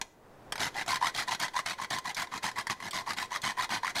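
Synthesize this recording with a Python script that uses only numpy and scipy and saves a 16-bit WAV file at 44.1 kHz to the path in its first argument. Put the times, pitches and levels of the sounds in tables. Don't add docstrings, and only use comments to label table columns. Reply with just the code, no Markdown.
import sys
import numpy as np
from scipy import signal
from scipy.fft import rfft, irfft
from scipy.io import wavfile
from scipy.ndimage import uniform_filter1d

SR = 44100
rng = np.random.default_rng(int(sys.argv[2]) if len(sys.argv) > 2 else 0)


def bounce(signal):
    frames = np.transpose(np.atleast_2d(signal))
    limited = np.clip(frames, -1, 1)
    pcm = np.round(limited * 32767).astype(np.int16)
    wavfile.write(sys.argv[1], SR, pcm)


N = 176400
TEETH_PER_S = 110


def amp(db):
    return 10 ** (np.asarray(db) / 20)


def unit(x):
    return x / np.sqrt(np.sum(x ** 2) + 1e-20)


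def read(points, hz):
    f, value = np.transpose(points)
    return np.interp(np.log(hz + 1), np.log(f + 1), value)


def add(mix, start_s, sound):
    part = mix[max(round(start_s * SR), 0):][:len(sound)]
    part += sound[:len(part)]


def click(tone, size=4096):
    log_gain = np.log(amp(read(tone, abs(np.fft.fftfreq(size, 1 / SR)))))
    spectrum = np.exp(np.conj(signal.hilbert(log_gain)))
    return unit(np.fft.ifft(spectrum).real[:size // 2])


def ringing(notes):
    t = np.arange(SR // 2) / SR
    return unit(sum(amp(db - 60 * t / fade_s) * np.sin(2 * np.pi * hz * t) for hz, db, fade_s in notes))


def echoes(fade_times, size=22050):
    hz, t, bands = signal.stft(rng.standard_normal(size), SR, nperseg=128)
    fade = amp(-60 * t / read(fade_times, hz)[:, None])
    return unit(signal.istft(bands * fade, SR, nperseg=128)[1][:size])


def through(force, body):
    return unit(signal.oaconvolve(force, body[:len(force)])[:len(force)])


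# (frequency [Hz], level [dB per Hz])
HUM_TONE = [(25, -1.5), (70, -9), (120, -2.5), (180, -6.5), (380, -3), (800, -6), (1500, -13.5),
            (3000, -26.5), (7000, -34), (15000, -45)]
# (time [s], level [dB])
HUM_LOUDNESS = [(0, -53.5), (.1, -63), (.25, -56.5), (.48, -51.5), (.8, -52), (1.5, -58), (4, -55.5)]


def kitchen_hum(hiss_db=-75.5):
    tone = amp(read(HUM_TONE, np.fft.rfftfreq(N, 1 / SR)))
    noise = irfft(rfft(rng.standard_normal(N)) * tone, N)
    level = amp(np.interp(np.arange(N) / SR, *np.transpose(HUM_LOUDNESS)))
    return unit(noise) * np.sqrt(N) * level + amp(hiss_db) * rng.standard_normal(N)


# (frequency [Hz], level [dB per Hz])
THUD_TONE = [(25, -23), (60, -3), (110, 4), (180, 6.5), (350, 0), (600, -19.5), (1500, -108), (6000, -135)]


def thud(force):
    return through(force, click(THUD_TONE))


# (pitch [Hz], level [dB], time to fade by 60 dB [s])
PLATE_NOTES = [(1040, 0, .19), (1143, -7, .07), (2020, -7, .09)]


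def plate(force, hz, width_hz):
    bend = resonate(force, hz, width_hz)
    overtone = unit(resonate(force, 1.735 * hz, 2 * width_hz))
    own_notes = through(unit(bend) + unit(force), ringing(PLATE_NOTES))
    return unit(through(bend, click(RASP_TONE)) + amp(-10) * overtone + amp(-8.5) * own_notes)


def resonate(force, hz, width_hz):
    turn = np.exp(2j * np.pi * np.cumsum(hz) / SR)
    r = np.exp(-np.pi * width_hz / SR)
    return (turn * signal.lfilter([(1 - r) ** 2], [1, -2 * r, r ** 2], force / turn)).real


# (frequency [Hz], time to fade by 60 dB [s])
RING_TIMES = [(200, 0.036), (700, 0.057), (2000, 0.056), (5000, 0.048), (14000, 0.033)]


def ring_out(force, gain_db=5.5):
    return amp(gain_db) * signal.fftconvolve(force, echoes(RING_TIMES, size=4096))[:len(force)]


# (frequency [Hz], level [dB per Hz])
RASP_TONE = [(300, -23.5), (530, -11), (715, 2.5), (900, 1), (1270, -3.5), (1600, 1), (2020, 2), (2650, -6),
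             (3200, -2), (4400, -4), (6000, -7.5), (10500, -15.5), (13000, -21), (15500, -32)]
# (pitch [Hz], level [dB], time to fade by 60 dB [s])
STEEL_NOTES = [(1545, -4, .06), (1735, -2, .06), (2023, 0, .08), (2005, -23, .9), (2485, -6, .07),
               (3865, -5, .045), (4168, -3, .05), (4700, -5, .05), (5660, -8, .06), (6360, -10, .06)]


def rasp(force, rows=3, steel_db=-9.5):
    row = (np.arange(len(force)) * TEETH_PER_S / SR).astype(int) % rows
    ring = sum(ring_out(force * (row == k)) for k in range(rows))
    scrape = through(force + ring, click(RASP_TONE))
    return scrape + amp(steel_db) * through(force, ringing(STEEL_NOTES))


def grit(size, cracks_per_s=14000, spread_db=5):
    cracks = (rng.random(size) < cracks_per_s / SR) * rng.choice([-1, 1], size)
    return cracks * amp(spread_db * np.minimum(rng.exponential(1, size), 2.5))


def scuff(from_s=0.56, press_s=0.0024, light_touch_db=-26):
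    t = np.arange(N) / SR
    starts = np.sort([row[0] for row in list(CUT_STROKES) + list(BACK_STROKES)])
    until_next = np.append(starts, np.inf)[np.searchsorted(starts, t)] - t
    pressure = amp(light_touch_db) + np.exp(-until_next / press_s)
    force = grit(N) * (t > from_s) * pressure
    return np.sqrt(N) * (amp(-58) * rasp(force) + amp(-60.5) * through(force, ringing(PLATE_NOTES)))


def tick(force, above_hz=3600):
    treble = signal.butter(2, above_hz, "high", fs=SR, output="sos")
    return through(signal.sosfilt(treble, force + ring_out(force)), click(RASP_TONE))


# (time [s], rasp level [dB], plate level [dB], plate pitch [Hz])
TAP_AND_KNOCKS = [(0.014, -32.5, -38, 933), (0.522, -29.5, -43, 870), (.556, -37, -45, 870),
                  (.579, -37, -47, 970), (.765, -43, -45, 830), (0.862, -43, -43, 755),
                  (.879, -39.5, -34, 710), (.931, -41, -28, 1030), (0.957, -31, -38, 930),
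                  (1.013, -50, -31, 950), (1.025, -40, -23.5, 985), (1.069, -30.5, -29, 1290),
                  (1.282, -38, -30, 1010), (1.481, -39.5, -44, 880), (1.565, -35, -26.5, 1002),
                  (1.59, -34, -29.5, 1147), (1.66, -37, -38, 1240), (1.985, -36.5, -37.5, 980),
                  (2.055, -39, -36, 1110), (2.222, -45, -34, 1090), (2.271, -49.5, -45.5, 1000),
                  (2.44, -34.5, -33.5, 875), (2.514, -44.5, -45, 1010), (2.587, -33.5, -42, 995),
                  (2.669, -32, -40, 920), (2.698, -32, -33, 1144), (2.802, -49, -42, 1090),
                  (3.105, -32.5, -35, 1220), (3.184, -33.5, -39, 785), (3.226, -37.5, -32.5, 1030),
                  (3.36, -36, -32.5, 1200), (3.439, -34.5, -38, 1200), (3.597, -35, -31, 1040),
                  (3.692, -42, -39.5, 905), (3.832, -42, -29.5, 970), (3.846, -40, -27.5, 1070),
                  (3.878, -40, -36, 1350)]
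# (time [s], level [dB])
TICKS = [(0.0152, -41.5), (1.398, -38), (1.66, -38), (1.904, -35.5), (2.146, -38), (2.909, -37.5),
         (3.418, -40.5)]


def tap_and_knocks(crack_s=0.00067, push_s=0.0001, span_s=0.0079):
    out, t = np.zeros(N), np.arange(SR // 2) / SR
    push = np.exp(-t / push_s)
    crack = lambda: rng.standard_normal(len(t)) * t * np.exp(-t / crack_s)
    for start, rasp_db, plate_db, hz in TAP_AND_KNOCKS:
        hit = rasp(crack()) + amp(-19.5) * thud(push)
        ring = plate(push, np.full(len(t), hz), width_hz=139)
        add(out, start, amp(rasp_db) * hit + amp(plate_db) * ring)
    for start, db in TICKS:
        add(out, start, amp(db) * tick(crack()))
    return np.sqrt(span_s * SR) * out


def tooth_catches(size, first_s, count=40, jitter=0.25, spread_db=1.5):
    timing, strength = rng.standard_normal((2, count))
    gaps = np.exp(jitter * timing) / TEETH_PER_S
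    at = ((np.cumsum(gaps) - gaps[0] + first_s) * SR).astype(int)
    kicks = np.zeros(size)
    kicks[at[at < size]] = amp(spread_db * strength)[at < size]
    return kicks


def arch(start_db, peak_at, end_db):
    return lambda u: amp(start_db * np.maximum(1 - u / peak_at, 0)
                         + end_db * np.clip((u - peak_at) / (1 - peak_at), 0, 1) ** 2)


def stroke(length, rasp_db, plate_db, thud_db, steady_scrape, bite, bend, plate_hz, upper_hz, upper_db):
    attack_s, release_s, chip_s = 0.004103, 0.0049, 0.0013
    t = np.arange(SR // 5) / SR
    u = np.minimum(t / length, 1)
    contact = np.minimum(t / attack_s, 1) * np.exp(-np.maximum(t - length, 0) / release_s)
    teeth = tooth_catches(len(t), first_s=attack_s / 2)
    bursts = signal.fftconvolve(teeth, t / chip_s * np.exp(1 - t / chip_s))[:len(t)]
    crumbling = steady_scrape + bursts
    chips = unit(grit(len(t)) * crumbling * contact * bite(u))
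    upper_ring = unit(resonate(chips, upper_hz(u), width_hz=230))
    scrape = unit(rasp(chips) + amp(upper_db) * upper_ring)
    bumps = (unit(teeth) + 0.85 * unit(grit(len(t)) * crumbling)) * contact * bend(u)
    ring = plate(bumps, plate_hz(u), width_hz=180)
    push = thud(rng.standard_normal(len(t)) * (0.97 + bursts) * contact * bite(u))
    return np.sqrt(length * SR) * (amp(rasp_db) * scrape + amp(plate_db) * ring + amp(thud_db) * push)


# (start [s], length [s], rasp level [dB],
# plate level [dB], thud level [dB], starting plate pitch [Hz], pitch change [Hz])
BACK_STROKES = [(0.746, 0.078, -35.5, -42, -55, 810, -38), (1.012, 0.08, -34.5, -32.5, -55, 970, 520),
                (1.274, 0.075, -34, -38, -53, 986, -60), (1.539, 0.062, -37.5, -38, -59, 928, 328),
                (1.786, 0.06, -39.5, -38, -54.5, 1020, 45), (2.047, 0.064, -38, -41, -55.5, 1030, -220),
                (2.319, 0.06, -40, -41, -51, 1135, -100), (2.561, 0.054, -39, -37.5, -55, 1060, 130),
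                (2.804, 0.08, -41, -47.5, -52, 1106, -250), (3.065, 0.07, -39, -38.5, -54, 1047, 220),
                (3.309, 0.063, -38, -39, -64, 1020, 220), (3.572, 0.076, -35, -35.5, -57, 1003, 420),
                (3.833, 0.071, -37, -39.5, -58, 1040, 380)]


def back_strokes():
    out = np.zeros(N)
    for start, length, rasp_db, plate_db, thud_db, hz, drift_hz in BACK_STROKES:
        add(out, start, stroke(length, rasp_db, plate_db, thud_db, steady_scrape=0.22,
                               bite=arch(start_db=-10, peak_at=0.43, end_db=0),
                               bend=arch(start_db=-0.5, peak_at=0.34, end_db=-16.5),
                               plate_hz=lambda u: hz + drift_hz * u ** 2,
                               upper_hz=lambda u: 1820 + 250 * u, upper_db=-6.5))
    return out


# (start [s], length [s], rasp level [dB], plate level [dB],
# thud level [dB], final plate pitch [Hz])
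CUT_STROKES = [(0.592, 0.091, -32.5, -44, -46.5, 963), (0.876, 0.097, -33, -38, -52, 993),
               (1.144, 0.093, -33.5, -49.5, -53.5, 1020), (1.397, 0.074, -33, -43, -50.5, 980),
               (1.659, 0.078, -35.5, -45.5, -54.5, 1010), (1.905, 0.079, -35, -40, -48, 993),
               (2.164, 0.084, -35, -49, -54, 1086), (2.428, 0.072, -35, -41, -50, 970),
               (2.696, 0.036, -35, -42.5, -46.5, 1060), (2.929, 0.091, -37, -40.5, -52, 1020),
               (3.168, 0.091, -38.5, -50, -54, 990), (3.431, 0.09, -34, -40.5, -49, 984),
               (3.701, 0.084, -33.5, -40, -47.5, 966), (3.952, 0.082, -32.5, -48, -52, 790)]


def cut_strokes():
    out = np.zeros(N)
    for start, length, rasp_db, plate_db, thud_db, hz in CUT_STROKES:
        add(out, start, stroke(length, rasp_db, plate_db, thud_db, steady_scrape=0.29,
                               bite=arch(start_db=-1, peak_at=0.43, end_db=-10.5),
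                               bend=arch(start_db=-2, peak_at=0.54, end_db=-4.5),
                               plate_hz=lambda u: hz * (1.1 - 0.1 * u),
                               upper_hz=lambda u: 2250 - 480 * u, upper_db=-11.5))
    return out


def scene(room_s=0.4, room_db=-18, width_db=-18.5):
    grater = cut_strokes() + back_strokes() + tap_and_knocks() + scuff()
    room = signal.fftconvolve(grater, echoes([(100, room_s), (10000, room_s)]))[:N]
    middle = grater + amp(room_db) * room + kitchen_hum()
    flicker = unit(uniform_filter1d(rng.standard_normal(N), size=100)) * np.sqrt(N)
    side = signal.sosfilt(signal.butter(2, 6000, "high", fs=SR, output="sos"), middle * flicker)
    return middle + amp(width_db) * np.array([side, -side])


def record(dry, top_hz=15850):
    low_pass = signal.firwin(511, top_hz, window=("kaiser", 9), fs=SR)
    return signal.oaconvolve(dry, low_pass[None], "same")


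dry = scene()
out = record(dry)
bounce(out)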